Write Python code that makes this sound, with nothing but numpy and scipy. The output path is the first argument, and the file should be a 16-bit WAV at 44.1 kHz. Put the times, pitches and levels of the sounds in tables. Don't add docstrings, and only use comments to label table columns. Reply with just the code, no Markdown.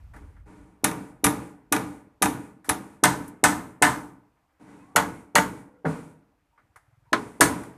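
import sys
import numpy as np
from scipy import signal
from scipy.fft import rfft, irfft, next_fast_len
from scipy.io import wavfile

SR = 44100
rng = np.random.default_rng(int(sys.argv[2]) if len(sys.argv) > 2 else 0)


def store_wav(level_fs):
    pcm = np.round(np.clip(np.atleast_2d(level_fs), -1, 1) * 32767)
    wavfile.write(sys.argv[1], SR, pcm.T.astype(np.int16))


N = 342657


def amp(db):
    return 10 ** (np.asarray(db) / 20)


def unit(x):
    return x / np.sqrt(np.mean(x ** 2) + 1e-20)


def along(points, hz):
    f, v = np.transpose(points)
    return np.interp(np.log(hz + 1), np.log(f + 1), v)


def filtered(x, response):
    size = next_fast_len(len(x) + 8192)
    spectrum = rfft(x, size) * response(np.fft.rfftfreq(size, 1 / SR))
    return irfft(spectrum, size)[:len(x)]


def causal(x, gain, size=8192):
    cepstrum = irfft(np.log(gain(np.fft.rfftfreq(size, 1 / SR))))
    cepstrum[1:size // 2] *= 2
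    cepstrum[size // 2 + 1:] = 0
    response = irfft(np.exp(rfft(cepstrum)))[:size // 2]
    return signal.fftconvolve(x, response)[:len(x)]


def humps(modes, hz):
    powers = (amp(db) ** 2 / (1 + (2 * (hz - centre) / width) ** 2) for centre, width, db in modes)
    return np.sqrt(sum(powers))


def noise(spectrum, size, lift=lambda hz: 1):
    white = rng.standard_normal(size)
    return unit(filtered(white, lambda hz: amp(along(spectrum, hz)) * lift(hz)))


def fading(x, t60s, length):
    hz, t, z = signal.stft(x, SR, nperseg=256)
    t60 = length * along(t60s, hz)[:, None]
    return signal.istft(z * amp(-60 * t / t60), SR, nperseg=256)[1][:len(x)]


def grainy(size, depth_db, rate_hz):
    jumps = unit(filtered(rng.standard_normal(size), lambda hz: np.exp(-(hz / rate_hz) ** 2)))
    return unit(amp(depth_db * jumps))


def add(track, s, x):
    part = track[max(round(s * SR), 0):][:len(x)]
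    part += x[:len(part)]


# (time [s], rumble level [dB], hush level [dB])
AIR_LEVELS = [(0, -45.5, -65), (0.42, -47.5, -71), (0.62, -54, -93), (0.76, -64, -72.5),
              (4.401, -74, -72.5), (6.401, -74.5, -73.5), (7.0, -74, -72.5), (7.77, -73, -62)]
# (pitch [Hz], level [dB per Hz])
RUMBLE_COLOUR = [(20, -7), (50, 2.5), (90, -5), (130, -16.5), (250, -29.5), (800, -72.5)]
# (pitch [Hz], level [dB per Hz])
HUSH_COLOUR = [(88, -23), (140, -9), (220, -28), (293, -10), (375, -20.5), (790, -12.5), (2480, -24.5),
               (2680, -27.5), (2900, -29.5), (3930, -33.5), (14400, -38.5)]


def air(rustle_db=2.5, rustle_hz=20):
    s, rumble_db, hush_db = np.transpose(AIR_LEVELS)
    level = lambda db: amp(np.interp(np.arange(N) / SR, s, db))
    hush = noise(HUSH_COLOUR, N)
    octaves = [filtered(hush, lambda hz: (hz >= low) & (hz < 2 * low)) for low in 300 * 2 ** np.arange(3)]
    rustle = sum(leaves * (grainy(N, rustle_db, rustle_hz) - 1) for leaves in octaves)
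    return level(rumble_db) * noise(RUMBLE_COLOUR, N) + level(hush_db) * (hush + rustle)


# (start [s], length of run [s], rate [throbs per s], pitch [Hz], mean level [dB])
THROB_RUNS = [(0.005, .46, 17.3, 68, -42.5), (6.645, .21, 16.2, 100, -61), (6.887, .22, 21, 116, -56)]
# (time of middle [s], pitch [Hz], level [dB])
SINGLE_BUMPS = [(0.242, 66.4, -33), (1.257, 66, -26), (2.71, 95.4, -30.5)]
THROB_SCATTER_DB = 2.5


def throbs(length=0.03):
    track, t = np.zeros(N), np.arange(int(length * SR)) / SR
    bumps = list(SINGLE_BUMPS)
    for s, span, rate, hz, db in THROB_RUNS:
        for delay in np.arange(0, span, 1 / rate):
            bumps.append((s + delay, hz, db + rng.normal(0, THROB_SCATTER_DB)))
    for s, hz, db in bumps:
        add(track, s - length / 2, amp(db) * np.sin(2 * np.pi * hz * t) * np.hanning(len(t)))
    return track


WOOD_T60_S, WOOD_KNEE_HZ, WOOD_DAMPING = .55, 260, 0.67
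MODE_SCATTER_DB = 2
WOOD_DRIFT = 0.0041


def ringing(modes, length, size=SR * 3 // 4):
    t = np.arange(size) / SR
    hz, db = np.transpose(modes)[:, :, None]
    hz = hz * np.exp(WOOD_DRIFT * rng.standard_normal(hz.shape))
    t60 = WOOD_T60_S * np.minimum(1, WOOD_KNEE_HZ / hz) ** WOOD_DAMPING
    sizes = amp(db + rng.normal(0, MODE_SCATTER_DB, hz.shape))
    signs = (-1) ** np.arange(len(hz))[:, None]
    partials = signs * sizes * np.sin(2 * np.pi * hz * t) * amp(-60 * t / (t60 * length))
    return partials.sum(axis=0) / np.sqrt(np.sum(sizes ** 2) / 2)


# (time [s], wood level before a common lift [dB], steel level [dB], t60 [s])
TAP_TOUCHES = [(0.136, -50.5, -65, 0.19), (0.162, -48, -61, 0.084), (0.365, -60, -87, 0.12),
               (2.644, -53.5, -56, 1), (6.577, -59, -87, 0.18), (6.759, -48.5, -58, 0.092),
               (7.634, -43, -49, 0.04)]
# (pitch [Hz], level [dB per Hz])
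TAP_WOOD_COLOUR = [(150, -48), (500, -10), (1300, 1), (2100, -4), (2500, -17.5), (8000, -43.5)]
# (pitch [Hz], level [dB per Hz])
TAP_STEEL_COLOUR = [(2000, -15), (6500, -7), (10000, -2), (14000, -14)]


def taps(ring_db=-2, tail_db=-20, tail_t60=0.92, wood_lift_db=6.0):
    track, t = np.zeros(N), np.arange(SR // 3) / SR
    for s, wood_db, steel_db, t60 in TAP_TOUCHES:
        ring = ringing(JOINT_A_MODES, 1, size=len(t))
        ring = filtered(ring, lambda hz: amp(along(TAP_WOOD_COLOUR, hz)))
        wood = amp(ring_db) * ring + .5 * noise(TAP_WOOD_COLOUR, len(t))
        steel = noise(TAP_STEEL_COLOUR, len(t))
        touch = amp(wood_db + wood_lift_db) * wood + amp(steel_db) * steel
        decay = amp(-60 * t / t60) + amp(tail_db - 60 * t / tail_t60)
        add(track, s, touch * decay * (1 - np.exp(-t / 0.00059)))
    return track


MOVE_TIMES = [2.9, 4.5, 5.6, 6.5]
# (pitch [Hz], level [dB])
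JOINT_A_MODES = [(129, -6.5), (196, -8), (292, 0.0), (444, -3.5), (608, -7.5), (753, -4), (796, -4.5),
                 (834, -5), (915, -3.5), (974, -2.5), (1173, -7), (1216, -2.5), (1402, -9), (1464, -1.5),
                 (1711, -5.5), (1773, -5), (2005, -11), (2269, -12), (2314, -4), (2527, -2.5), (2812, -9),
                 (3087, -12.5)]
JOINT_B_MODES = [(131, -7), (180, -10.5), (296, -3.5), (436, -15), (616, -7.5), (726, -4), (850, -5.5),
                 (909, -1.5), (971, -4.5), (1017, -2), (1203, -2.5), (1297, -1.5), (1464, -4.5), (1507, 3),
                 (1571, -3), (1709, 0.5), (1779, 2), (2034, -5), (2077, -6.5), (2123, -6.5), (2336, -12.5),
                 (2562, -8), (2815, -14), (3092, -14.5)]
JOINT_C_MODES = [(185, -4), (279, -9.5), (462, -4.5), (594, -6), (659, -11), (718, -8.5), (885, 0),
                 (944, -3.5), (1071, -7.5), (1135, -10.5), (1216, -12.5), (1326, -7), (1466, 0), (1593, -7),
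                 (1649, -6.5), (1902, -6), (1956, -13), (1994, -4), (2271, -5.5), (2667, -10), (2912, -6)]
JOINT_D_MODES = [(234, -15.5), (285, -12), (331, -9.5), (422, -15), (479, -14), (592, -11), (667, -8),
                 (740, -17), (839, -14.5), (974, -2.5), (1044, -2.5), (1141, -6.5), (1181, -6),
                 (1305, -5.5), (1458, -3), (1652, -9), (1744, -0.5), (1999, -4.5), (2277, -9.5)]
# (pitch [Hz], level [dB])
BARE_WOOD_MODES = [(157.6, 9), (201, -1), (262, -0.5), (292, 2.5), (435, 1.5), (464, 3), (530, -4),
                   (599, -1.5), (948, -17), (1290, -10), (1403, 3)]
# (pitch [Hz], width [Hz], level [dB])
NAIL_A_MODES = [(3700, 61, 4.5), (6100, 560, -2.5), (10100, 340, -0.5), (10850, 71, -4), (12250, 17, -2.5)]
NAIL_B_MODES = [(3633, 17, -12), (6200, 880, -0.5), (8130, 510, 4), (8700, 33, 0.5), (10000, 130, -6)]
NAIL_C_MODES = [(3400, 25, -3), (4300, 100, -2.5), (6670, 270, 2.5), (7900, 56, -2.5), (10000, 31, -5),
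                (12800, 100, -7)]
NAIL_D_MODES = [(4490, 72, 0.5), (5470, 40, 2.3), (6400, 38, 8), (7600, 69, 6.1), (9000, 720, 4.8)]
# (thud over force [dB],
# knock over force [dB], clack over knock [dB], rafter pitch [Hz], rafter level [dB])
TIMBER_YIELD = [(-10, -4.5, -0.5, 292, 3.5), (-8.5, -1, 0.5, 297, -2), (-13.5, 3.5, 1.5, 170, -1),
                (-5, -5.5, 0.5, 180, -15), (-11.5, -4, 1.5, 420, -6.5)]


def place(s):
    spots = [(JOINT_A_MODES, NAIL_A_MODES), (JOINT_B_MODES, NAIL_B_MODES), (JOINT_C_MODES, NAIL_C_MODES),
             (BARE_WOOD_MODES, NAIL_C_MODES), (JOINT_D_MODES, NAIL_D_MODES)]
    spot = np.searchsorted(MOVE_TIMES, s)
    return (*spots[spot], *TIMBER_YIELD[spot])


# (pitch [Hz], width [Hz], level [dB])
COLOUR_GAPS = [(148, 13, -9.5), (222, 19, -4.5), (371, 35, -15.5), (536, 46, -4.5), (665, 50, -4),
               (2680, 23, -4)]


def gaps(hz):
    dips = (db * np.exp(-(2 * (hz - centre) / width) ** 2) for centre, width, db in COLOUR_GAPS)
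    return amp(sum(dips))


def body(joint, hz, cluster_hz=22, cluster_db=6):
    clusters = [(centre, cluster_hz, db + cluster_db) for centre, db in joint]
    return gaps(hz) * (1 + humps(clusters, hz))


# (pitch [Hz], mean level [dB])
HUM_NOTES = [(132, -12), (183, -6), (200, -10.5), (288, -1), (311, -7), (412, -11.5), (828, -14),
             (930, -13)]


def hum(length, t60=0.7):
    t = np.arange(SR) / SR
    notes = np.zeros(SR)
    for hz, db in HUM_NOTES:
        strength = amp(db + rng.normal(0, MODE_SCATTER_DB))
        notes += strength * np.sin(2 * np.pi * (hz * t + rng.random()))
    return notes * amp(-60 * t / (t60 * length))


# (pitch [Hz], level [dB per Hz])
ECHO_COLOUR = [(30, -17), (140, -6), (290, -4), (390, -12.5), (660, -15.5), (930, -11.5), (1500, -18.5),
               (2200, -19), (3000, -28), (5100, -32), (9300, -28.5), (14400, -47.5)]
# (pitch [Hz], t60 [s])
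ECHO_FADE = [(60, 0.79), (300, 0.79), (1000, 0.73), (2500, 0.7), (5000, 0.68), (9000, 0.89), (14000, 1)]
# (pitch [Hz], width [Hz], level [dB])
ECHO_RESONANCES = [(114, 11, -5.5), (189.5, 180, -2), (343, 24, 3.5), (455, 110, 4), (604, 31, 1.5),
                   (774, 38, -6.5), (1470, 92, -2)]
WASH_DB = -0.83
HUM_FOLLOWS = 0.35


def echo(s, length, swell, hum_db, modes_db=2, joint_db=7, joint_width_hz=9):
    t = np.arange(SR) / SR
    joint, *_, beam_db = place(s)
    near = [(hz, joint_width_hz, db + joint_db) for hz, db in joint]
    lift = lambda f: gaps(f) * (1 + amp(modes_db) * humps(ECHO_RESONANCES, f) + humps(near, f))
    wash = amp(WASH_DB) * fading(noise(ECHO_COLOUR, SR, lift), ECHO_FADE, length)
    low_wash = filtered(wash, lambda f: 1 / (1 + (f / 2600) ** 4))
    sizzle = (wash - low_wash) * amp(-110 * np.maximum(t - .26, 0))
    steady_notes = amp(hum_db + HUM_FOLLOWS * beam_db) * hum(length)
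    return (low_wash + sizzle + steady_notes) * (1 - np.exp(-t / swell)) ** .5


def push(push_hz=350, spread=0.071, second_hz=700, second_db=-6):
    t = np.arange(SR // 10) / SR
    phase = 2 * np.pi * t * np.exp(spread * rng.standard_normal())
    swing = np.sin(push_hz * phase) + amp(second_db) * np.sin(second_hz * phase)
    return swing * (1 - np.exp(-(t / .0015) ** 2)) * amp(-60 * t / .032)


# (pitch over the struck rafter's [ratio], level [dB])
NEIGHBOUR_RAFTERS = [(0.915, -7.5), (1.096, -2)]


def beam(hz, t60=0.48, spread=0.008):
    t = np.arange(SR * 3 // 4) / SR
    phase = 2 * np.pi * hz * t * np.exp(spread * rng.standard_normal())
    swing = np.sin(phase) + sum(amp(db) * np.sin(ratio * phase) for ratio, db in NEIGHBOUR_RAFTERS)
    return swing * amp(-60 * t / t60) * (1 - np.exp(-t / 0.0029))


ATTACK_EDGES = [40, 110, 450, 1200, 2500, 5500, 14000]
SNAP_DB, BOOM_DB = -6, -24
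SNAP_FOLLOWS = 0.57
CONTACT_ORDER = 3


def attack_levels(force_db, contact_hz, thud_db, knock_db, clack_db):
    centres = np.sqrt(np.multiply(ATTACK_EDGES[1:-1], ATTACK_EDGES[2:]))
    softness_db = -10 * np.log10(1 + (centres / contact_hz) ** (2 * CONTACT_ORDER))
    snap_db = SNAP_DB + SNAP_FOLLOWS * knock_db
    colour_db = np.array([thud_db, knock_db, knock_db + clack_db, snap_db, 0])
    levels_db = force_db + colour_db + softness_db
    return np.r_[levels_db[-1] + BOOM_DB, levels_db]


def voiced(x, levels_db, inset=1.4, size=1400):
    power = abs(rfft(x[:size], 8192)) ** 2 * 2 / (8192 * size)
    have = np.histogram(np.fft.rfftfreq(8192, 1 / SR), ATTACK_EDGES, weights=power)[0]
    gain_db = np.asarray(levels_db) - 10 * np.log10(have)
    corners = np.c_[np.multiply(ATTACK_EDGES[:-1], inset), np.divide(ATTACK_EDGES[1:], inset)].ravel()
    curve = np.c_[corners, np.repeat(gain_db, 2)]
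    return causal(x, lambda hz: amp(along(curve, hz)))


# (pitch [Hz], level [dB per Hz])
TIMBER_COLOUR = [(30, -30.5), (70, -11), (140, -8), (300, -6), (480, -3), (900, 0.5), (2050, 1.5),
                 (2450, -8.5), (4800, -15.5), (9000, -8.5), (12000, -15), (14500, -23)]
# (pitch [Hz], t60 [s])
TIMBER_FADE = [(80, 0.85), (300, 0.059), (900, 0.53), (2000, 0.29), (5000, 0.33), (9000, 0.31),
               (14000, 0.46)]


def strike(joint, nail, length, modes_db=4.5, sustain=0.86, nail_db=3, grip_hz=120, crack_db=6,
           crack_t60=0.047, bite_db=3, bite_t60=0.057, rise=0.0013):
    ring = amp(modes_db) * ringing(joint, length * sustain)
    t = np.arange(len(ring)) / SR
    gripped = [(hz, width + grip_hz, db) for hz, width, db in nail]
    steel = lambda f: 1 + amp(nail_db) * humps(gripped, f)
    crowd = noise(TIMBER_COLOUR, len(t), lambda f: steel(f) * body(joint, f))
    crowd = fading(crowd, TIMBER_FADE, length)
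    crack = noise(TIMBER_COLOUR, len(t), lambda f: steel(f) * (f / (f + 3500)) ** 2)
    crack = crack * amp(crack_db - 60 * t / crack_t60)
    jerks = grainy(len(t), depth_db=3.2, rate_hz=240)
    bite = noise(TAP_WOOD_COLOUR, len(t), lambda f: body(joint, f)) * amp(bite_db - 60 * t / bite_t60)
    return (ring + crowd + bite * jerks) * (1 - np.exp(-t / rise)) + crack * jerks


def rebound(joint, click_db, length=.3, rough_db=1, t60=0.013, click_t60=.018):
    t = np.arange(SR // 5) / SR
    scuff = noise(TAP_WOOD_COLOUR, len(t), lambda hz: body(joint, hz)) * amp(rough_db - 60 * t / t60)
    click = noise(TIMBER_COLOUR, len(t), lambda hz: hz / (hz + 1500)) * amp(click_db - 60 * t / click_t60)
    return (ringing(joint, length, size=len(t)) + scuff) * (1 - np.exp(-t / 0.0011)) + click


def blows_before(s):
    spot = np.searchsorted(MOVE_TIMES, s)
    return sum(row[0] < s and np.searchsorted(MOVE_TIMES, row[0]) == spot for row in HAMMER_BLOWS)


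# (time [s], force [dB], pitch above which the contact
# weakens [Hz], ring length [factor, at least 0.3 is used], echo level [dB])
HAMMER_BLOWS = [(0.842, -20.5, 15000, 0.64, -23), (1.242, -20.5, 15000, 0.7, -21),
                (1.724, -22, 15000, 0.79, -23), (2.222, -21, 15000, 0.76, -22),
                (2.692, -25, 15000, 0.62, -28.5), (3.037, -16, 15000, 0.85, -20),
                (3.439, -16, 13000, 0.91, -21), (3.823, -16.5, 9500, 0.94, -21.5),
                (4.96, -21, 15000, 0.67, -23.5), (5.354, -21, 15000, 0.69, -21.5),
                (5.852, -20.5, 1292, 0.7, -24.5), (7.130, -16.5, 4020, 0.41, -27.5),
                (7.408, -14, 15100, 0.64, -17.5)]
# (time [s], level [dB], click over the knock [dB])
RAFTER_REBOUNDS = [(0.914, -29.5, -1), (1.267, -16, 2.5), (1.764, -17.5, -3), (2.258, -17, -3),
                   (3.055, -8.5, -2), (3.08, -24, -2), (3.459, -15.5, -1), (3.523, -27, -8),
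                   (3.85, -16, -4.5), (3.868, -15.5, -7.5), (5.383, -9, -8.5), (7.415, -5, -17.5)]
# (time [s], level [dB], length [factor])
SOFT_ECHOES = [(0.139, -45, 0.85), (0.457, -45, 1.44), (2.637, -59.5, 8.2), (4.596, -44.5, 0.83),
               (4.667, -45, 1.36), (6.577, -65, 0.75)]
SINK_DB = 1


def hammer(blow_db=-1, push_db=7, rebound_db=-1, blow_swell=0.057, soft_swell=0.094, soft_db=1):
    track = np.zeros(N)
    lead = .0068
    for s, force_db, contact_hz, length, echo_db in HAMMER_BLOWS:
        joint, nail, thud_db, knock_db, clack_db, beam_hz, beam_db = place(s)
        knock_db = knock_db + SINK_DB * blows_before(s)
        levels_db = attack_levels(force_db, contact_hz, thud_db, knock_db, clack_db)
        blow = voiced(strike(joint, nail, max(length, .3)), levels_db)
        add(track, s, amp(blow_db) * blow)
        add(track, s - lead, amp(force_db + (thud_db + knock_db) / 2 + push_db) * push())
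        add(track, s - lead, amp(force_db + thud_db + beam_db) * beam(beam_hz))
        add(track, s, amp(echo_db) * echo(s, length=0.83, swell=blow_swell, hum_db=-4.5))
    for s, db, click_db in RAFTER_REBOUNDS:
        add(track, s, amp(db + rebound_db) * rebound(place(s)[0], click_db))
    for s, db, length in SOFT_ECHOES:
        add(track, s, amp(db + soft_db) * echo(s, length, soft_swell, hum_db=-1.0))
    return track


# (time [s], pitch [Hz], spread of pitch [Hz], level [dB], t60 [s])
NAIL_PINGS = [(1.241, 10800, 937, -21, .17), (2.694, 10780, 198.5, -20, 0.071),
              (3.279, 10800, 4300, -42.5, 0.052), (5.355, 4300, 200, -19, 0.052),
              (5.36, 895, 5.6, -15, 0.2)]


def pings():
    track, t = np.zeros(N), np.arange(SR // 4) / SR
    for s, hz, width_hz, db, t60 in NAIL_PINGS:
        white = rng.standard_normal(len(t))
        note = unit(filtered(white, lambda f: np.exp(-((f - hz) / width_hz) ** 2)))
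        add(track, s, note * amp(db - 60 * t / t60))
    return track


# (time [s], length [s], start pitch [Hz], end pitch [Hz], level [dB])
CALL_NOTES = [(4.80, .17, 1000, 1200, -61), (4.785, .06, 2520, 2540, -67), (4.87, .09, 750, 780, -61),
              (5.08, .16, 2180, 2130, -62), (5.64, .21, 525, 480, -60), (5.73, .08, 1400, 1390, -71),
              (6.10, .08, 945, 950, -64), (6.52, .06, 925, 940, -68), (7.04, .09, 950, 935, -66)]


def far_calls():
    track = np.zeros(N)
    for s, length, start_hz, end_hz, db in CALL_NOTES:
        glide = np.linspace(start_hz, end_hz, int(length * SR))
        waver = unit(filtered(rng.standard_normal(len(glide)), lambda hz: hz < 60))
        note = np.sin(2 * np.pi * np.cumsum(glide) / SR + .8 * waver)
        add(track, s, amp(db) * note * signal.windows.tukey(len(glide)))
    return track


def scene():
    return (air() + throbs() + taps() + hammer() + pings() + far_calls())[None]


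TOP_HZ = 14400


def record(dry, top=0.5, low_hz=42):
    thinned = signal.sosfilt(signal.butter(2, low_hz, "high", fs=SR, output="sos"), dry[0])
    rounded = thinned / (1 + abs(thinned / top) ** 4) ** (1 / 4)
    return signal.sosfilt(signal.ellip(12, .2, 90, TOP_HZ, fs=SR, output="sos"), rounded)[None]


dry = scene()
out = record(dry)
store_wav(out)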